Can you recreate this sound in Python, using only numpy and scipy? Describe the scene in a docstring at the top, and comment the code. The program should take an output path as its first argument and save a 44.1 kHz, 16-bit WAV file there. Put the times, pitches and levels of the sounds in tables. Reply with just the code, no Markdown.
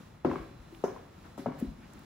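"""Three slow steps on a wooden floor in a quiet room with hard walls.
Low room noise and a thin whine lie under it all. The first heel knocks and sets the boards ringing;
the sole follows with dull thuds and light taps as the floor flexes under the weight, and the walls
answer. The second heel slides with a faint hiss. The third touches softly, then lands harder,
and the last thuds, shoe scuffs and ticks of grit trail off."""
import sys
import numpy as np
from scipy import signal
from scipy.fft import rfft, irfft
from scipy.io import wavfile

SR = 44100
rng = np.random.default_rng(int(sys.argv[2]) if len(sys.argv) > 2 else 0)


def wav_out(sig):
    """Save sig, one row per channel (or a flat mono array), as 16-bit PCM at SR to the path in sys.argv[1]."""
    wavfile.write(sys.argv[1], SR, np.round(np.clip(np.atleast_2d(sig).T, -1, 1) * 32767).astype(np.int16))


N = 90404
TIME = np.arange(N) / SR
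CRACK_RISE_S = 0.00013


def from_db(db):
    return 10 ** (np.asarray(db) / 20)


def rms_one(x):
    return x / np.sqrt(np.mean(x ** 2) + 1e-20)


def at_hz(table, hz, column=1):
    """One column of a table, read on a log-frequency axis."""
    table = np.array(table)
    return np.interp(np.log(hz), np.log(table[:, 0]), table[:, column])


def in_time(curve):
    """A level curve joined by straight lines."""
    return np.interp(TIME, *np.transpose(curve))


def pan(db):
    """Stereo gains with the left side louder by db."""
    return from_db([[db / 2], [-db / 2]])


def since(s):
    return np.maximum(TIME - s, 0)


def swell(s, rise, t60):
    """Envelope that rises smoothly from time s and dies away, 60 dB in t60 seconds."""
    return (1 - np.exp(-since(s) / rise)) ** 2 * from_db(-60 * since(s) / t60)


def tone(s, hz):
    return np.sin(2 * np.pi * hz * since(s))


def sinking_tone(s, first_hz, hz, settle_s):
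    """A vibration that starts at first_hz and settles on hz."""
    age = since(s)
    extra_cycles = (first_hz - hz) * settle_s * (1 - np.exp(-age / settle_s))
    return np.sin(2 * np.pi * (hz * age + extra_cycles))


def band(x, low_hz, high_hz):
    sos = signal.butter(2, [low_hz, min(high_hz, .47 * SR)], "band", fs=SR, output="sos")
    return signal.sosfilt(sos, x)


def high_pass(x, hz):
    return signal.sosfilt(signal.butter(2, hz, "high", fs=SR, output="sos"), x + 1e-18)


def mic_pair(mid, side, hz):
    """Two unrelated noises as two microphones hear a diffuse sound at this pitch."""
    # Each row: frequency in Hz, likeness of left and right, left minus right in dB.
    image = [(49, 0.94, -1.5), (197, 0.97, 3), (452, 0.33, 0.5), (1010, 0.1, 3.5), (1880, 0.79, -2),
             (3770, 0.19, -5.5), (9500, 0.13, .5)]
    alike = at_hz(image, hz)
    centre = np.sqrt((1 + alike) / 2) * mid
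    width = np.sqrt((1 - alike) / 2) * side * [[1], [-1]]
    return pan(at_hz(image, hz, column=2)) * (centre + width)


def noise_bands():
    """Half-octave bands of diffuse stereo noise, each with its centre in Hz."""
    edges = 22 * 2 ** np.arange(0, 9.6, .5)
    white = rng.standard_normal((2, 2, N))
    for k, (low, high) in enumerate(zip(edges, edges[1:])):
        hz = np.sqrt(low * high)
        yield hz, mic_pair(*band(white[k % 2], low, high), hz)


def friction(hz, octaves=1):
    """A stereo band of friction noise."""
    spread = 2 ** (octaves / 2)
    mid, side = band(rng.standard_normal((2, N)), hz / spread, hz * spread)
    return rms_one(mic_pair(mid, side, hz))


def room_noise():
    """A bed of low air noise whose treble rises and falls a little."""
    # Each row: frequency in Hz, relative noise density in dB.
    spectrum = [(25, -6), (48, -1.5), (140, 0.5), (260, -5.5), (500, -14), (1000, -13), (2000, -22.5),
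                (7000, -31.5), (15500, -30.5)]
    # Each row: time in seconds, lift of the treble in dB.
    treble_ride = [(0, 2.5), (.23, -7), (.32, 4.5), (.55, -3), (.9, 2), (1.08, -3), (1.27, 1), (1.5, -6),
                   (1.61, 4.5), (1.75, -2.5), (1.95, 1)]
    level_db, treble_from_hz, low_share = -52.5, 2500, 0.47
    lift_db = in_time(treble_ride)
    air = 0
    for hz, noise in noise_bands():
        share = 1 if hz > treble_from_hz else low_share
        air += from_db(at_hz(spectrum, hz) + share * lift_db) * noise
    return from_db(level_db) * rms_one(air)


def whine():
    """A thin electrical whine, louder in some spots of the room than in others."""
    # Each row: pitch in Hz, level in dB relative to the ride.
    partials = [(3472, -3.5), (4047, 0)]
    # Each row: time in seconds, level in dB.
    ride = [(.2, -84), (.32, -76.5), (.64, -78), (.8, -80), (1.2, -85), (1.42, -74.5), (1.52, -87),
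            (1.66, -74), (1.8, -86), (2.0, -82)]
    tones = sum(np.sqrt(2) * from_db(db) * tone(0, hz) for hz, db in partials)
    return from_db(in_time(ride)) * tones


def scuffs():
    """Shoes and clothes rub in brief, faint puffs of noise."""
    # Each row: start in seconds, level in dB, centre in Hz, rise and t60 in seconds.
    rubs = [(0.0, -42.5, 205, 0.00022, 0.1), (0.285, -33.5, 1430, 0.015, 0.099),
            (0.249, -55, 3800, 0.0058, 0.31), (0.69, -43, 11600, 0.08, 0.29),
            (0.836, -56, 12000, 0.0026, 0.31), (1.238, -41.5, 1200, 0.013, 0.12),
            (1.376, -60, 4000, 0.00082, 0.74), (1.375, -54.5, 10700, 0.0013, 0.38),
            (1.385, -52.5, 1490, 0.0026, 0.25), (1.576, -48.5, 1800, 0.016, 0.19),
            (1.582, -39, 15000, 0.0082, 0.1), (1.81, -46, 1900, 0.025, 0.17),
            (1.965, -51, 1350, 0.0063, 0.14), (1.935, -36, 217, 0.026, 0.19)]
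    return sum(from_db(db) * swell(s, rise, t60) * friction(hz) for s, db, hz, rise, t60 in rubs)


def heels():
    """Each heel knocks, cracks and rings the floor. Returns the direct sound and the reverb send."""
    # Each row: start in seconds, level in dB, board pitch in Hz, t60 in seconds,
    # then floor ring, reverb send and crack in dB relative to that level.
    strikes = [(0.2470, -12, 326, 0.044, -4.5, 4, -12.5), (0.8383, -11.5, 385, 0.038, -17, 0, -16),
               (1.3780, -27, 373, 0.027, -2.5, 2.5, -15), (1.4590, -15.5, 540, 0.029, -11, 0, -23.5)]
    # Each row: pitch of a floor mode in Hz, relative level in dB, t60 in seconds.
    floor_modes = [(141.3, -24, 0.51), (181.8, -21.5, 0.62), (251.3, -15, 0.44), (285.6, -16, 0.49),
                   (389, -20, 0.54), (484, -45, 0.71), (555, -23.5, 0.56), (640, -13, 0.028),
                   (775, -29.5, 0.26), (1273, -16, 0.037)]
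    # The crack of a hard contact. Each row: frequency in Hz, relative noise density in dB.
    crack_spectrum = [(200, 7.5), (1100, -3), (1500, -16.5), (2100, -11.5), (3000, -46), (8000, -38.5)]
    crack_noise = rms_one(sum(from_db(at_hz(crack_spectrum, hz)) * noise for hz, noise in noise_bands()))
    direct, send = 0, 0
    for s, db, hz, t60, ring_db, send_db, crack_db in strikes:
        # Bending waves bring the highs first, so the knock drops to the board's pitch.
        bending = sinking_tone(s, first_hz=1620, hz=hz, settle_s=0.0013)
        knock = swell(s, rise=0.0014, t60=t60) * bending
        ring = sum(from_db(ring_db + mode_db) * swell(s, rise=0.0013, t60=mode_t60) * tone(s, mode_hz)
                   for mode_hz, mode_db, mode_t60 in floor_modes)
        crack = from_db(crack_db) * swell(s, CRACK_RISE_S, t60=0.1) * crack_noise
        direct += from_db(db) * (pan(db=5) * (knock + ring) + crack)
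        send += from_db(db + send_db) * knock
    return high_pass(direct, hz=134), send


def room_reverb(send):
    """The hard walls return a diffuse tail that builds quickly and dies band by band."""
    # Each row: frequency in Hz, reverb level in dB, t60 in seconds.
    reverb = [(56.6, -10, 0.97), (146, 4, 0.54), (289, -4.5, 0.46), (700, -7, 0.61), (1180, 2, 0.49),
              (2620, 14, 0.67)]
    response = 0
    for hz, noise in noise_bands():
        decay = swell(0, rise=0.00083, t60=at_hz(reverb, hz, column=2))
        response += from_db(at_hz(reverb, hz)) * noise * decay / np.sqrt(np.sum(decay ** 2))
    return signal.fftconvolve(send[None], response, axes=1)[:, :N]


def sole_thuds():
    """The weight comes down softly and the boards swing for a few cycles, sinking in pitch."""
    # Each row: start in seconds, level in dB, final pitch in Hz, t60 in seconds.
    thuds = [(0.249, -16, 222, 0.035), (0.266, -18.5, 265, 0.055), (0.27, -27.5, 171.3, 0.1),
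             (0.271, -23, 456, 0.026), (0.299, -14, 303, 0.019), (0.299, -34, 76, 0.16),
             (0.324, -26, 328, 0.069), (0.359, -22.5, 332, 0.028), (0.394, -25.5, 48, 0.077),
             (0.595, -27.5, 53.7, 0.061), (0.724, -40, 328.6, 0.12), (0.8379, -25, 205, 0.047),
             (1.254, -40, 290, 0.048), (1.391, -25, 251, 0.036), (1.462, -32, 428, 0.13),
             (1.467, -18, 227, 0.034), (1.474, -26, 155, 0.06), (1.484, -19, 258, 0.03),
             (1.615, -30, 420, 0.025), (1.624, -12.5, 231.5, 0.037), (1.647, -22, 253.6, 0.046),
             (1.668, -22, 50.6, 0.1), (1.977, -44, 111, 0.034)]
    rise_cycles, sharp_ratio = 0.43, 1.096
    boards = 0
    for s, db, hz, t60 in thuds:
        flex = sinking_tone(s, hz * sharp_ratio, hz, settle_s=0.0051)
        boards += from_db(db) * swell(s, rise_cycles / hz, t60) * flex
    return boards


def sole_taps():
    """The sole's edge taps as it rolls down, each contact a brief knock with a broad crack."""
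    # Each row: start in seconds, level in dB, pitch in Hz.
    taps = [(0.314, -24, 1027), (0.3345, -28, 760), (0.3575, -25.5, 1136), (0.8810, -30.5, 980),
            (0.9627, -34.5, 1020), (1.4650, -28.5, 930), (1.5215, -36, 777)]
    rise_s = 0.00019
    crack_noise = from_db(-14.5) * rms_one(band(rng.standard_normal(N), low_hz=556, high_hz=1480))
    contacts = 0
    for s, db, hz in taps:
        knock = swell(s, rise_s, t60=0.018) * tone(s, hz)
        crack = swell(s, rise_s, t60=0.028) * crack_noise
        contacts += from_db(db) * (knock + crack)
    return contacts


def grit():
    """Grit under the shoe gives tiny, crisp ticks."""
    # Each row: start in seconds, level in dB, centre in Hz.
    ticks = [(0.748, -47.5, 2600), (1.601, -41.5, 12040), (1.935, -48, 9400), (1.993, -47, 13900)]
    return sum(from_db(db) * swell(s, CRACK_RISE_S, t60=0.011) * friction(hz) for s, db, hz in ticks)


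def heel_slide():
    """The second heel slides with a narrow, bright hiss."""
    return from_db(-54) * swell(s=0.838, rise=0.00055, t60=0.36) * friction(hz=5820, octaves=0.38)


def scene():
    """The steps and their reverb over the quiet room."""
    heel, heel_send = heels()
    thud, tap = sole_thuds(), sole_taps()
    sole = pan(db=3.5) * (thud + tap)
    tail = room_reverb(heel_send + from_db(-4.5) * thud + from_db(-7.5) * tap)
    return heel + sole + tail + scuffs() + grit() + heel_slide() + room_noise() + whine()


def record(dry):
    """The microphones shed deep bass and the very top, dip the treble twice and hear the left late."""
    # Each row: centre in Hz, half width in Hz, gain in dB.
    treble_dips = [(8970, 950, -9.5), (13140, 2060, -9.5)]
    low_cut_hz, high_cut_hz, left_lag_s = 28.6, 15780, 0.000026
    hz = np.arange(N + 1) * SR / (2 * N)
    colour = from_db(sum(db * np.exp(-((hz - centre) / width) ** 2) for centre, width, db in treble_dips))
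    high_cut = 1 / np.sqrt(1 + (hz / high_cut_hz) ** 600)
    lag = np.exp(-2j * np.pi * hz * left_lag_s * np.array([[1], [0]]))
    spectrum = rfft(high_pass(dry, low_cut_hz), 2 * N)
    return irfft(spectrum * colour * lag * high_cut)[:, :N]


dry = scene()
out = record(dry)
wav_out(out)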